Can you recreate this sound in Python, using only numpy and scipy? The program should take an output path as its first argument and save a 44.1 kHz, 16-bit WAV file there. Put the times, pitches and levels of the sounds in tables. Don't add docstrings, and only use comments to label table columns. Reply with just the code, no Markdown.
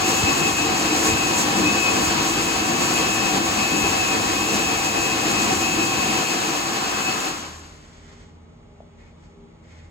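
import sys
import numpy as np
from scipy import signal
from scipy.fft import rfft, irfft, next_fast_len
from scipy.io import wavfile
from scipy.ndimage import uniform_filter1d, map_coordinates

SR = 44100
rng = np.random.default_rng(int(sys.argv[2]) if len(sys.argv) > 2 else 0)


def to_wav(s):
    ch = np.atleast_2d(s).T
    pcm = np.round(np.clip(ch, -1, 1) * 32767)
    wavfile.write(sys.argv[1], SR, pcm.astype(np.int16))


N = 436590
TIME = np.arange(N) / SR
SIDES = np.array([[1], [-1]])

HANDS_OUT_S, WITHDRAW_S = 6.22, 0.58
OFF_S = 7.25
COAST_S = np.maximum(TIME - OFF_S, 0)
MAINS_HZ = 50


def jet():
    # (time [s], lift [dB], half length [s])
    swells = [(0.136, 2, 0.044), (0.42, 6, 0.055), (0.696, 5, 0.055), (1.02, 3.5, 0.088),
              (1.421, 3.5, 0.17), (1.63, 6.5, 0.046), (1.986, 4.5, 0.035), (2.371, 2, 0.059),
              (2.74, 2.5, 0.057), (2.93, 2.5, 0.16), (3.378, 4, 0.05), (3.79, 5, 0.061), (4.19, 4.5, 0.045),
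              (4.537, 5.5, 0.06), (4.75, 1, 0.15), (5.293, 3.5, 0.071), (5.5, 5, 0.066), (5.796, 4, 0.09),
              (6.11, 3.5, 0.049)]
    # (time [s], lift [dB], half length [s])
    grazes = [(0.096, 3.5, .018), (0.16, 2, 0.038), (.32, 1.5, .035), (0.39, 2.5, 0.018), (.6, 1, .03),
              (0.993, 1.5, 0.03), (1.065, 5, 0.028), (1.396, 4.5, 0.032), (1.999, 2, 0.068),
              (2.292, 2, .03), (2.846, 2, 0.032), (2.934, 3, 0.051), (3.144, 2.5, 0.017), (3.883, 1, 0.12),
              (4.559, 3, 0.032), (4.849, 2.5, 0.013), (5.448, 1.5, 0.08), (5.621, 2.5, 0.017),
              (6.083, 1, .09)]
    # (frequency [Hz], relative level [dB])
    roar_colour = [(20, -53), (35, -32.5), (48, -21), (70, -21), (120, -9), (180, -3), (280, -0.5),
                   (370, -3), (480, -8.5), (620, -17), (900, -36), (2000, -70)]
    # (frequency [Hz], relative level [dB])
    rush_colour = [(250, -43), (500, -2), (630, -3), (740, 1.5), (870, 0), (1150, 0.5), (1400, -1.5),
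                   (2000, -4.5), (2700, -2.5), (3500, -6), (4500, -4.5), (5400, -8.5), (6500, -14),
                   (10000, -72)]
    # (frequency [Hz], relative level [dB])
    hiss_colour = [(2000, -34), (4500, -18), (5500, -6.5), (6200, -2.5), (6800, 0.5), (7500, -.5),
                   (8200, -5.5), (9000, -11), (9700, -16), (12000, -14.5), (13200, -15), (15700, -19)]
    # (frequency [Hz], relative level [dB])
    free_colour = [(800, -34), (980, 7), (1300, 5), (1750, -4), (2200, -22), (4000, -40)]
    swell_db = sum(db * swell(s, half) for s, db, half in swells)
    graze_db = sum(db * swell(s, half) for s, db, half in grazes)
    away = ramp(HANDS_OUT_S, WITHDRAW_S)
    eddies = wobble(22)
    run_down_db = 52 * COAST_S
    roar_db = -29.5 + swell_db - 0.5 * away - run_down_db + 1.1 * eddies
    rush_db = -26.5 + 0.15 * swell_db + 0.26 * graze_db - 0.5 * away - run_down_db + 0.94 * eddies
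    hiss_db = -29.5 + graze_db - 2 * away - 50 * COAST_S + 0.7 * wobble(24)
    roar = amp(roar_db) * duct(air(roar_colour, near=True, ripple_db=0.04))
    rush = amp(rush_db) * duct(air(rush_colour, near=True, ripple_db=1.2))
    hiss = amp(hiss_db) * air(hiss_colour, near=True, ripple_db=1.2)
    dull_hz, dull_s = 10000, 0.27
    dull = filtered(hiss, lambda hz: 1 / np.hypot(1, (hz / dull_hz) ** 4))
    hiss = dull + (hiss - dull) * np.exp(-COAST_S / dull_s)
    free = away * amp(-35.5 - run_down_db) * air(free_colour, ripple_db=2.2)
    sink_db_per_s = 0.21
    return amp(-sink_db_per_s * TIME) * (roar + rush + hiss + free)


def duct(x):
    # (frequency [Hz], width [Hz], lift [dB])
    resonances = [(103, 9.2, 6), (150, 11, 3), (207.8, 11.5, 6), (254, 11, 1.5), (304.7, 14.5, 8),
                  (334.4, 14, 9.5), (420, 11, -6.5), (446.3, 13.4, 11), (527, 20, 2.5), (685, 8.2, 2),
                  (694, 13, 6.5), (758, 19, 10.5), (795, 23, 8), (961, 23, 9), (996, 12, 4), (1083, 20, 6),
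                  (1110, 20, 3.5), (1146, 24, 4.5), (1280, 18, 4.5), (1400, 20, 0.5), (1560, 32, 2.5),
                  (1767, 47, 4), (2850, 15, 3)]
    swell_share, bend_share, fade_s = 0.17, 0.002, 0.4
    hz, t, spectra = signal.stft(x, SR, nperseg=8192)
    swells, bends = np.sqrt(3) * uniform_filter1d(rng.standard_normal((2, len(resonances), len(t))), 3)
    near = 1 - 0.35 * np.interp(t, TIME, ramp(HANDS_OUT_S, WITHDRAW_S))
    depth = near * np.exp(-np.maximum(t - OFF_S, 0) / fade_s)
    moving = [(centre * (1 + bend_share * bend), width, db * depth * (1 + swell_share * grow))
              for (centre, width, db), grow, bend in zip(resonances, swells, bends)]
    rung = signal.istft(spectra * amp(lift_db(moving, hz[:, None])), SR)[1][:, :N]
    return rung / np.std(rung.mean(axis=0))


def motor():
    # (start [s], end [s], lift [dB])
    openings = [(0.039, 0.354, 8), (0.403, .49, 9.5), (0.552, 0.666, 9.5), (0.755, 0.942, 4),
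                (1.119, 1.283, 7), (2.416, 2.502, 3), (2.95, 3.013, 11.5), (3.009, 3.294, 8.5),
                (3.569, 3.677, 10.5), (3.686, 4.117, 9), (4.401, 4.605, 6.5), (4.602, 4.749, 10),
                (4.756, 5.143, 7), (5.337, 5.44, 6), (5.631, 5.857, 10), (5.85, 6.197, 7), (6.241, 6.33, 6),
                (6.332, 6.736, 0.5), (6.742, 7.002, 2), (6.997, 7.146, 8)]
    # (ratio to the whine's pitch, level [dB])
    partials = [(.837, -55), (1.252, -48), (1.457, -53), (1.502, -50), (1.622, -54), (1.666, -55),
                (1.75, -49.5), (2.58, -54)]
    uncover_s, sweep_s, inertia_s = 0.034, 0.18, 0.2174
    free_hz, sag_hz_per_s, covered_rise_hz = 2606, 1.7, 14
    braking_per_s, fall_db_per_s = 0.43, 150
    gates = np.array([ramp(start - uncover_s / 2, uncover_s) - ramp(end - uncover_s / 2, uncover_s)
                      for start, end, db in openings])
    open_db = np.array(openings)[:, 2] @ gates
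    covered = np.clip(1 - gates.sum(axis=0), 0, 1) * (TIME < HANDS_OUT_S)
    soft_cover = uniform_filter1d(covered, int(sweep_s * SR))
    sweep_db = 3.5 * np.sin(np.pi * soft_cover)
    step = 1 / (inertia_s * SR)
    unloaded = 1 - signal.lfilter([step], [1, step - 1], 1 - covered)
    hz = free_hz - sag_hz_per_s * TIME + covered_rise_hz * unloaded
    blade = turning((hz + 2.4 * wobble(25)) / (1 + braking_per_s * COAST_S))
    ripple = 2 * np.pi * 2 * MAINS_HZ * TIME
    away_db = 6 * ramp(HANDS_OUT_S, WITHDRAW_S)
    lower = shaken(-40.5 + 0.31 * open_db + sweep_db - away_db, blade - ripple, flutter_db=2.8)
    upper = shaken(-45 + 0.7 * open_db - away_db, blade + ripple, flutter_db=2.8)
    whine = shaken(-39.5 + open_db, blade, flutter_db=2.2) + lower - upper
    overtones = sum(reflected(db - away_db, ratio * blade, lead_rad=0) for ratio, db in partials)
    deflected = soft_cover * reflected(-38.5, blade, lead_rad=2.6)
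    gain = np.sqrt(2) * amp(-fall_db_per_s * COAST_S)
    direct = from_nozzle(gain * whine, lead_ms=0.12, left_db=7.5, wet_db=-19.5)
    return direct + gain * (overtones + deflected)


def shaken(db, phase, flutter_db):
    return amp(db + flutter_db * wobble(30)) * np.sin(phase + 0.25 * wobble(36))


def reflected(db, phase, lead_rad):
    drift_db, drift_rad = 2.2, 0.28
    return np.array([amp(db + drift_db * wobble(14))
                     * np.sin(phase + side * lead_rad / 2 + drift_rad * wobble(14)) for side in (1, -1)])


def whistles():
    # (time [s], pitch [Hz], level [dB])
    finger_notes = [(1.58, 2490, -60.5), (1.63, 2540, -32), (1.68, 2560, -18), (1.72, 2583, -28),
                    (1.78, 2576, -27.5), (1.84, 2560, -22), (1.89, 2544, -19), (1.92, 2560, -36),
                    (1.95, 2500, -62)]
    # (time [s], pitch [Hz], level [dB])
    nozzle_notes = [(6.15, 4350, -81), (6.28, 4335, -34), (6.5, 4330, -48), (6.8, 4320, -45),
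                    (7.1, 4330, -39), (7.3, 4370, -68)]
    tremble = 1 + 0.12 * np.sin(2 * np.pi * 2 * MAINS_HZ * TIME) + 0.11 * wobble(120)
    chirp = tremble * edge_tone(finger_notes, flutter_hz=4.1)
    fingers = from_nozzle(chirp, lead_ms=0.3, left_db=10, wet_db=-16)
    return fingers + washroom(edge_tone(nozzle_notes, flutter_hz=6.85), wet_db=-16)


def edge_tone(notes, flutter_hz):
    times, pitches, levels = np.transpose(notes)
    hz = np.interp(TIME, times, pitches) + flutter_hz * wobble(70)
    sounding = (TIME > times[0]) & (TIME < times[-1])
    return sounding * amp(np.interp(TIME, times, levels)) * np.sin(turning(hz))


def buffets():
    # (time [s], level [dB], half length [s])
    gusts = [(0.239, -21, 0.011), (1.127, -31, 0.029), (2.072, -36, 0.037), (2.95, -45.5, 0.038),
             (3.876, -31, 0.029), (4.718, -44, 0.045)]
    # (frequency [Hz], relative level [dB])
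    rumble_colour = [(15, -27), (30, -17), (48, -1.5), (100, 5), (170, -7.5), (300, -27), (800, -72)]
    flutter = amp(-41.5 + 0.54 * wobble(9.9)) * np.clip((HANDS_OUT_S - TIME) / 0.04, 0, 1)
    thumps = sum(amp(db) * swell(s, half) for s, db, half in gusts)
    return np.hypot(flutter, thumps) * air(rumble_colour)


def knock():
    # (time [s], level [dB], pitch [Hz], t60 [s])
    taps = [(8.804, -21.5, 638, 0.014)]
    s, db, hz, t60 = taps[0]
    attack_s = 0.0019
    age = np.maximum(TIME - s, 0)
    envelope = amp(db - 60 * age / t60) * (1 - np.exp(-age / attack_s))
    return washroom(envelope * np.sin(2 * np.pi * hz * age), wet_db=-9)


def sleeve():
    # (time [s], half length [s], swish level [dB], scuff level [dB])
    strokes = [(7.885, 0.17, -54.5, -63), (8.163, 0.11, -58, -65), (9.045, 0.057, -63, -61.5),
               (9.255, 0.056, -63, -72), (9.713, 0.049, -58.5, -60.5), (9.823, 0.059, -63, -62.5)]
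    # (frequency [Hz], relative level [dB])
    swish_colour = [(300, 0), (900, -4), (1500, 0), (2150, -12), (3000, -6.5), (4400, -8.5), (5400, -10.5),
                    (7000, -8), (8200, -13), (10000, -37), (15700, -40.5)]
    # (frequency [Hz], relative level [dB])
    scuff_colour = [(700, -30), (1450, -11), (1750, 3), (2150, 8), (2900, -7), (5000, -14), (10000, -49)]
    swish = sum(amp(db) * swell(s, half) for s, half, db, _ in strokes)
    scuff = sum(amp(db) * swell(s, half) for s, half, _, db in strokes)
    grain = amp(1.5 * wobble(45))
    return grain * (swish * air(swish_colour, ripple_db=4) + scuff * air(scuff_colour, ripple_db=5))


def ventilation():
    # (pitch [Hz], level [dB], waver [dB])
    tones = [(43.6, -57, 0), (81.9, -49.5, 3), (99, -63, 6.5), (116.3, -61, 1), (153, -61.5, 1),
             (171, -56, 1.5), (233, -58, 3), (300, -65.5, 0.5), (330, -68.5, 3.5), (401, -63.5, 8),
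             (443, -71.5, 4), (608, -69.5, 1.5), (846, -72, 2)]
    # (frequency [Hz], relative level [dB])
    draught_colour = [(15, -35.5), (25, -10), (45, 3), (70, -3), (168, -5.5), (279, -9.5), (401, -9),
                      (733, -16), (1000, -17.5), (1300, -21), (2200, -26.5), (3500, -27.5), (5400, -35),
                      (7000, -30.5), (8000, -36), (10400, -71), (15700, -52)]
    # (frequency [Hz], width [Hz], lift [dB])
    resonances = [(151.8, 12, 3), (171.3, 9.8, 3), (198, 22, -2), (235, 32, 8), (330, 30, 4), (360, 22, -5),
                  (391, 17, 8.5), (616, 43, 6.5), (825, 64, 8.5), (895, 40, -7.5), (945, 25, 4),
                  (1120, 70, 4), (1230, 70, 5.5), (1380, 60, 4.5), (2187, 300, 5.5)]
    # (frequency [Hz], coherence)
    room_alike = [(60, 0.88), (150, 0.96), (380, 0.33), (950, 0.16), (2380, -0.07), (5980, 1),
                  (15000, 0.71)]
    # (frequency [Hz], left lead [rad])
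    room_lead = [(400, 0), (1800, -2.5), (6400, -4.5), (8800, -14)]
    hum = sum(amp(db + waver_db * wobble(5)) * np.sin(turning(hz + 1.65 * wobble(8)))
              for hz, db, waver_db in tones)
    draught = air(draught_colour, ripple_db=2.5, alike=room_alike, lead=room_lead)
    return hum + amp(-52.5) * filtered(draught, lambda hz: amp(lift_db(resonances, hz)))


def air(colour, near=False, ripple_db=0, alike=None, lead=None):
    # (frequency [Hz], coherence)
    stereo_alike = [(60, .95), (330, 0.83), (520, 0.55), (1000, 0.22), (3500, 0.28), (4800, .2),
                    (5600, 0.55), (6200, .7), (6600, .96), (7500, .96), (8100, .8), (8700, .99),
                    (16000, .97)]
    # (frequency [Hz], left lead [rad])
    stereo_lead = [(100, 0.4), (450, -0.1), (1200, 3), (2300, 6.5), (3500, 9.5), (4500, 12), (5100, 9.4),
                   (5900, 8.2), (6450, 6.4), (7400, 6.1), (8600, 3.2), (9400, 3.1), (9900, 0.2),
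                   (11800, -0.1), (13300, -3.1), (14200, -3.2), (15100, -6.2)]
    # (frequency [Hz], left minus right [dB])
    balance = [(60, -1), (150, 3.5), (300, 0.5), (1000, 2.8), (2500, 2), (4000, 2.5), (5600, 2.5),
               (6600, 0)]
    size = next_fast_len(N)
    hz = np.fft.rfftfreq(size, 1 / SR)
    common, apart = rng.standard_normal((2, 2 * len(hz))).view(complex)
    spread = np.arccos(np.clip(along(alike or stereo_alike, hz), 0, 1)) / 2
    stereo = np.cos(spread) * common + SIDES * np.sin(spread) * apart
    stereo = stereo * np.exp(0.5j * SIDES * along(lead or stereo_lead, hz))
    standing = np.interp(hz / 20, np.arange(SR // 20), rng.standard_normal(SR // 20))
    colour_db = along(colour, hz) + ripple_db * standing
    if near:
        colour_db = colour_db + SIDES * along(balance, hz) / 2
    noise = irfft(stereo * amp(colour_db), size)[:, :N]
    return noise / np.std(noise.mean(axis=0))


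def from_nozzle(x, lead_ms, left_db, wet_db):
    panned = amp(SIDES * left_db / 2) * washroom(x, wet_db)
    return filtered(panned, lambda hz: np.exp(1j * np.pi * SIDES * hz * lead_ms / 1000))


def washroom(x, wet_db):
    # (frequency [Hz], t60 [s])
    decay = [(100, 0.41), (1000, 0.3), (4000, 0.51), (12000, 0.035)]
    hz, t, spectra = signal.stft(rng.standard_normal((2, SR // 2)), SR, nperseg=256)
    tail = signal.istft(spectra * amp(-60 * t / along(decay, hz)[:, None]), SR, nperseg=256)[1]
    reverb = signal.fftconvolve(x[None], tail / np.linalg.norm(tail[0]), axes=1)[:, :N]
    return x + amp(wet_db) * reverb


def lift_db(resonances, hz):
    return sum(db / (1 + (2 * (hz - centre) / width) ** 2) for centre, width, db in resonances)


def filtered(x, response):
    size = next_fast_len(N + SR // 4)
    return irfft(rfft(x, size) * response(np.fft.rfftfreq(size, 1 / SR)), size)[..., :N]


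def swell(s, half_length):
    bell = np.zeros(N)
    span = slice(*np.searchsorted(TIME, [s - 5 * half_length, s + 5 * half_length]))
    bell[span] = np.exp(-0.5 * ((TIME[span] - s) / half_length) ** 2)
    return bell


def ramp(s, length):
    return np.clip((TIME - s) / length, 0, 1)


def wobble(rate):
    knots = rng.standard_normal(int(N * rate / SR) + 4)
    coarse = TIME[::SR // 1000]
    return np.interp(TIME, coarse, map_coordinates(knots, [coarse * rate]))


def turning(hz):
    return 2 * np.pi * np.cumsum(hz) / SR


def along(points, hz):
    freqs, values = np.transpose(points)
    return np.interp(np.log1p(hz), np.log1p(freqs), values)


def amp(db):
    return 10 ** (np.asarray(db) / 20)


def scene():
    return jet() + motor() + whistles() + buffets() + ventilation() + sleeve() + knock()


def record(dry):
    bass_hz, top_hz = 31, 15750
    return filtered(dry, lambda hz: hz ** 4 / np.hypot(hz ** 4, bass_hz ** 4)
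                    / np.hypot(1, (hz / top_hz) ** 150))


dry = scene()
out = record(dry)
to_wav(out)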